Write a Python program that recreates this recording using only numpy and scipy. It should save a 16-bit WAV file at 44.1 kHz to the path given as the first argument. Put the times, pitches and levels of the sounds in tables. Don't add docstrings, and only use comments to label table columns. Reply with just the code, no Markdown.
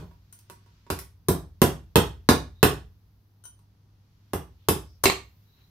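import sys
import numpy as np
from scipy import signal
from scipy.fft import rfft, irfft
from scipy.io import wavfile

SR = 44100
rng = np.random.default_rng(int(sys.argv[2]) if len(sys.argv) > 2 else 0)


def master(y):
    cut = np.clip(np.atleast_2d(y).T, -1, 1)
    pcm = np.round(cut * 32767)
    wavfile.write(sys.argv[1], SR, pcm.astype(np.int16))


N = 251362
LEAD = SR // 2

# start_s, thud_db, clack_db, tick_db
HAMMER_BLOWS = [(-0.14, -14, -19.5, -24.5), (0.902, -27.5, -30, -32.5), (1.285, -15, -30, -24),
                (1.617, -10.5, -19.5, -20.5), (1.957, -8.5, -16.5, -22), (2.289, -9, -15.5, -22),
                (2.629, -10, -15.5, -18.5), (4.334, -25, -36, -35), (4.686, -17, -22.5, -20.5),
                (5.039, -28, -23.5, -21)]
# start_s, knock_db, tick_db, ring_db
PUNCH_TOUCHES = [(0.112, -58, -88, -92), (0.326, -67, -50.5, -64), (0.389, -72, -57, -79),
                 (.499, -43, -49, -72), (0.662, -60.5, -79, -98), (.866, -52, -85, -88.5),
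                 (.989, -47.5, -38, -61), (3.439, -73.5, -59.5, -62), (3.453, -61, -54, -56),
                 (3.591, -69, -72, -84), (5.036, -54.5, -35, -41)]
# start_s, thud_db, clack_db, ring_db
RACE_DROPS = [(5.056, -23.5, -14, -10), (5.0986, -39, -29, -15)]
# pitch_hz, level_db, t60_s
HAMMER_MODES = [(2073, -10, .04), (3118, -9, .05), (6175, -11, .04), (8554, -6, .06), (11350, -5, .03),
                (11480, -1, .1), (12500, -9, .03), (13590, -3, .07)]
# pitch_hz, level_db, t60_s
PUNCH_MODES = [(1450, 1.5, 0.044), (3079, -5, 0.16), (6090, -0.5, .11), (9070, 6, 0.13)]
# pitch_hz, level_db, t60_s
RACE_MODES = [(1147, -1, .02), (2300, -1, .015), (2800, -6, .006), (4210, 0, .014), (6266, -10, .015)]
# pitch_hz, level_db, t60_s
HUB_MODES = [(630, -5, .03), (750, -8, .03), (958, -2, .22), (1110, -2, .12), (1180, -5, .04),
             (1330, -7, .03), (1450, -7, .04), (1680, -9, .03)]
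# pitch_hz, level_db, t60_s
CAVITY_MODES = [(385, 1, .08)]
# pitch_hz, level_db, t60_s
SWAY_MODES = [(70, -12, 0.39), (79.66, 1.5, 0.18), (134, -8.5, 0.18), (171.3, 0.5, 0.24)]
# pitch_hz, level_db, t60_s
TOP_MODES = [(203, -1, .08), (232.6, 0.5, 0.059), (258, -1, .08), (289, -2, 0.072), (333.3, 1.5, 0.011),
             (367.5, 4, 0.059), (423, -2, 0.1), (474, -14.5, 0.018), (602, -14, 0.18), (720, -10, 0.024)]
# freq_hz, density_db
CLACK_SPECTRUM = [(300, -12.5), (700, -3.5), (1200, -6), (2000, -6.5), (4000, -6.5), (5500, -13.5),
                  (7500, -13), (16000, -39.5)]
# freq_hz, density_db
TICK_SPECTRUM = [(2500, -16.5), (5500, -3), (7200, -5.5), (9000, 0.5), (11500, 0.5), (14000, -1.5),
                 (16500, -11)]
# freq_hz, density_db
CLUTTER_SPECTRUM = [(60, -31.5), (130, -7), (220, 2), (400, -0.5), (500, -6), (650, -7), (1200, -17),
                    (3000, -45.5)]
# freq_hz, t60_s, level_db
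GARAGE_DECAY = [(60, 0.65, -11.5), (196, .3, -15), (581.4, 0.24, -9.5), (2050, .28, -3.5), (6040, 0.27, -5),
                (13800, .2, -4.5)]
# freq_hz, correlation
STEREO_CORRELATION = [(60, 0.95), (250, .9), (500, 0.87), (1000, 0.14), (4000, 0.28), (12000, 0.058)]
# freq_hz, left_minus_right_db
SHADING = [(60, -1), (150, 0.5), (380, -2.5), (950, -3), (2380, -4.5), (5980, 0.5), (15000, 0)]
# pitch_hz, width_hz, level_db
FAN_HUM = [(59, 4.7, -67), (98.4, 14, -67), (185.4, 8.1, -78)]
# start_s, length_s, start_hz, flutter_hz, level_db
SQUEAKS = [(2.55, 0.11, 3760, 150, -65), (4.58, 0.106, 3340, 792, -70.5), (4.835, 0.16, 5100, 500, -66),
           (5.45, .3, 3884, 150, -68.5), (5.561, 0.083, 2190, 1523, -67.5)]
# time_s, rustle_db, hiss_db
RUSTLE_LEVELS = [(0, -68, -71), (.2, -76, -81), (.45, -72, -83), (.8, -70.5, -83), (1.201, -81.5, -81),
                 (2.5, -75.5, -80.5), (3.3, -84, -80), (3.9, -79.5, -88), (4.3, -74.5, -82),
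                 (4.9, -78.5, -78.5), (5.35, -75, -73.5), (5.7, -74.5, -74.5)]
# freq_hz, density_db
ROOM_SPECTRUM = [(15, -46), (25, -22), (76, -4.5), (103, -9), (124, -8.5), (146, -9), (296, -20.5),
                 (600, -31), (927, -28), (2330, -41.5), (5270, -37.5), (8370, -56), (11900, -41.5),
                 (15200, -49.5), (16500, -59.5)]

START_S, SWAY_DB, TOP_DB, HUB_DB, CLACK_DB, TICK_DB, RING_DB, PAN_DB = range(8)
BLOW_PAN_DB = 0.13
THUD_LAG_S = .0015


def hammer_blows():
    start_s, thud_db, clack_db, tick_db = np.transpose(HAMMER_BLOWS)
    hub_db = -4 + .71 * clack_db
    head_db = 5 + tick_db + .47 * thud_db
    return contact_rows(start_s, sway_db(thud_db), thud_db, hub_db, clack_db, tick_db, head_db,
                        BLOW_PAN_DB)


def punch_touches():
    start_s, knock_db, tick_db, ring_db = np.transpose(PUNCH_TOUCHES)
    clack_db = knock_db - 3.5 + .24 * (tick_db - knock_db)
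    pan_db = -1 + .42 * np.maximum(ring_db - knock_db + 15, 0)
    return contact_rows(start_s, knock_db - 4.5, knock_db - 10, knock_db, clack_db, tick_db, ring_db,
                        pan_db)


def race_drops():
    start_s, thud_db, clack_db, ring_db = np.transpose(RACE_DROPS)
    hub_db, tick_db = ring_db - 11, ring_db - 32.5
    return contact_rows(start_s, sway_db(thud_db) - 22, thud_db, hub_db, clack_db, tick_db, ring_db,
                        BLOW_PAN_DB)


def metal_rings(blows, touches, drops):
    hard_hits = np.vstack([blows, drops])
    out = from_db(.5) * struck(hard_hits, HUB_DB, HUB_MODES, spread_db=2.5, swell_cycles=1.8,
                               max_t60_s=.055)
    out += from_db(-1.5) * struck(touches, HUB_DB, HUB_MODES, spread_db=2, swell_cycles=2.3)
    out += from_db(-4.5) * struck(blows, RING_DB, HAMMER_MODES, spread_db=2.5, swell_cycles=2.3)
    out += from_db(2.5) * struck(touches, RING_DB, PUNCH_MODES, spread_db=1.5, swell_cycles=2.6)
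    out += from_db(-3) * struck(drops, RING_DB, RACE_MODES, spread_db=1, swell_cycles=1.5)
    out += from_db(14.5) * struck(drops, TOP_DB, CAVITY_MODES, spread_db=.3, swell_cycles=4.8)
    return out


def impact_noise(rows):
    clack = burst(rows, CLACK_DB, CLACK_SPECTRUM, crack_s=.011, rattle_s=.073, rattle_db=-13, width=1)
    tick = burst(rows, TICK_DB, TICK_SPECTRUM, crack_s=.013, rattle_s=.07, rattle_db=-9, width=1)
    clutter = burst(rows, TOP_DB, CLUTTER_SPECTRUM, crack_s=.052, rattle_s=.24, rattle_db=-9, width=.25)
    return from_db(14) * clack + from_db(5) * tick + from_db(15.5) * delay(clutter, THUD_LAG_S)


def bench(rows):
    sway = from_db(-4.5) * struck(rows, SWAY_DB, SWAY_MODES, spread_db=1.5, swell_cycles=4.5)
    top = from_db(-1.5) * struck(rows, TOP_DB, TOP_MODES, spread_db=2.5, swell_cycles=4.5, max_t60_s=.055)
    thud = sway + top
    thud += from_db(-5) * delay(thud, delay_s=.021)
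    return signal.sosfilt(signal.butter(4, 60, "high", fs=SR, output="sos"), thud)


def sway_db(thud_db):
    return -7.5 + .55 * thud_db


def bench_bump(start_s=.023, thud_db=-48):
    silent_metal_db = [-200] * 4
    return contact_rows([start_s], sway_db(thud_db), thud_db, *silent_metal_db, BLOW_PAN_DB)


def garage(dry):
    t = np.arange(int(.7 * SR)) / SR
    echoes = 0
    for hz, band in noise_bands(len(t)):
        t60_s, level_db = at_hz(GARAGE_DECAY, hz), at_hz(GARAGE_DECAY, hz, column=2)
        echoes += from_db(level_db - 60 * t / t60_s) * band
    echoes *= from_db(-22) * (1 - np.exp(-t / .00092))
    return signal.oaconvolve(dry.mean(axis=0)[None], echoes, axes=1)[:, :N + LEAD]


def fan(t, motor_hz=100.4, motor_rms_db=-61.5):
    out = from_db(motor_rms_db) * np.sqrt(2) * np.sin(2 * np.pi * motor_hz * t)
    for hz, width_hz, level_db in FAN_HUM:
        hum = ring(rng.standard_normal(N + LEAD), hz, t60_s=2.2 / width_hz)[LEAD:]
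        out += from_db(level_db) * unit_rms(hum)
    return out


def squeaks(t, rise=.038):
    out, white = 0, rng.standard_normal((2, N))
    for start_s, length_s, start_hz, flutter_hz, level_db in SQUEAKS:
        progress = np.clip((t - start_s) / length_s, 0, 1)
        cycles = np.cumsum(start_hz * (1 + rise * progress)) / SR
        flutter = unit_rms(signal.sosfilt(signal.butter(2, flutter_hz, fs=SR, output="sos"), white))
        envelope = from_db(level_db) * np.sqrt(np.sin(np.pi * progress) + 1e-12)
        out += envelope * flutter * np.sin(2 * np.pi * cycles)
    return out


def rustle_and_hiss(t):
    time_s, rustle_db, hiss_db = np.transpose(RUSTLE_LEVELS)
    rustle = from_db(np.interp(t, time_s, rustle_db)) * band_noise(low_hz=910, high_hz=6000)
    hiss = from_db(np.interp(t, time_s, hiss_db)) * band_noise(low_hz=11300, high_hz=15800)
    return rustle + hiss


def room_tone(rms_db=-64.5):
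    air = sum(from_db(at_hz(ROOM_SPECTRUM, hz)) * band for hz, band in noise_bands(N + LEAD))
    return from_db(rms_db) * unit_rms(air[:, LEAD:])


def contact_rows(*columns):
    return np.column_stack(np.broadcast_arrays(*columns))


def clicks(rows, level_db):
    out = np.zeros((2, N + LEAD))
    onsets = np.round(rows[:, START_S] * SR).astype(int) + LEAD
    out[:, onsets] = from_db(level_db + rows[:, PAN_DB] * np.array([[.5], [-.5]]))
    return out


def struck(rows, column, modes, spread_db, swell_cycles, max_t60_s=1):
    out, scatter_db = 0, rng.normal(0, spread_db, (len(rows), len(modes)))
    for (hz, level_db, t60_s), offset_db in zip(modes, scatter_db.T):
        swell_s = swell_cycles / hz
        hits = clicks(rows, rows[:, column] + level_db + offset_db)
        drive = ring(hits, hz, swell_s) * 14 / (swell_s * SR)
        out += ring(drive, hz, min(t60_s, max_t60_s))
    return out


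def burst(rows, column, spectrum, crack_s, rattle_s, rattle_db, width):
    t = np.arange(SR // 3) / SR
    fade = from_db(-60 * t / crack_s) + from_db(rattle_db - 60 * t / rattle_s)
    envelope = signal.oaconvolve(clicks(rows, rows[:, column]), fade[None])[:, :N + LEAD]
    mid, side = rng.standard_normal((2, N + LEAD))
    return colour(envelope * (mid + width * side * [[1], [-1]]), on_grid(spectrum))


def ring(x, hz, t60_s):
    radius, angle = from_db(-60 / (t60_s * SR)), 2 * np.pi * hz / SR
    return signal.lfilter([0, np.sin(angle)], [1, -2 * radius * np.cos(angle), radius ** 2], x + 1e-18)


def noise_bands(size):
    edges_hz, white = 25 * 2 ** (np.arange(30) / 3), rng.standard_normal((2, 2, size))
    for k, (low_hz, high_hz) in enumerate(zip(edges_hz, edges_hz[1:])):
        bandpass = signal.butter(2, [low_hz, high_hz], "band", fs=SR, output="sos")
        mid, side = signal.sosfilt(bandpass, white[k % 2])
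        centre_hz = np.sqrt(low_hz * high_hz)
        correlation = at_hz(STEREO_CORRELATION, centre_hz)
        yield centre_hz, np.sqrt(1 + correlation) * mid + np.sqrt(1 - correlation) * side * [[1], [-1]]


def band_noise(low_hz, high_hz):
    bandpass = signal.butter(4, [low_hz, high_hz], "band", fs=SR, output="sos")
    return unit_rms(signal.sosfilt(bandpass, rng.standard_normal((2, N))))


def colour(x, spectrum_db):
    cepstrum = irfft(np.log(from_db(np.atleast_2d(spectrum_db))))
    cepstrum[..., 1:1024] *= 2
    cepstrum[..., 1025:] = 0
    impulse = irfft(np.exp(rfft(cepstrum)))[..., :1024]
    return signal.oaconvolve(x, impulse, axes=-1)[..., :N + LEAD]


def on_grid(spectrum):
    return at_hz(spectrum, np.maximum(np.fft.rfftfreq(2048, 1 / SR), 10))


def at_hz(table, hz, column=1):
    table = np.array(table)
    return np.interp(np.log(hz), np.log(table[:, 0]), table[:, column])


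def delay(x, delay_s):
    return np.roll(x, round(delay_s * SR), axis=1)


def from_db(db):
    return 10 ** (np.asarray(db) / 20)


def unit_rms(x):
    return x / np.sqrt(np.mean(x ** 2) + 1e-20)


def scene():
    blows, touches, drops = hammer_blows(), punch_touches(), race_drops()
    contacts = np.vstack([blows, touches, drops, bench_bump()])
    noise = impact_noise(contacts)
    rings = delay(bench(contacts), THUD_LAG_S) + metal_rings(blows, touches, drops)
    echoes = garage(noise + from_db(-7) * rings)
    direct = noise + rings
    direct[1] = np.roll(direct[1], 2)
    work = colour(direct + echoes, on_grid(SHADING) * [[.5], [-.5]])[:, LEAD:]
    t = np.arange(N) / SR
    return work + room_tone() + fan(t) + rustle_and_hiss(t) + squeaks(t)


def record(dry):
    ceiling, cutoff_hz = .92, 16900
    rounded = ceiling * np.tanh(dry / ceiling)
    return signal.sosfilt(signal.cheby2(12, 70, cutoff_hz, fs=SR, output="sos"), rounded)


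dry = scene()
out = record(dry)
master(out)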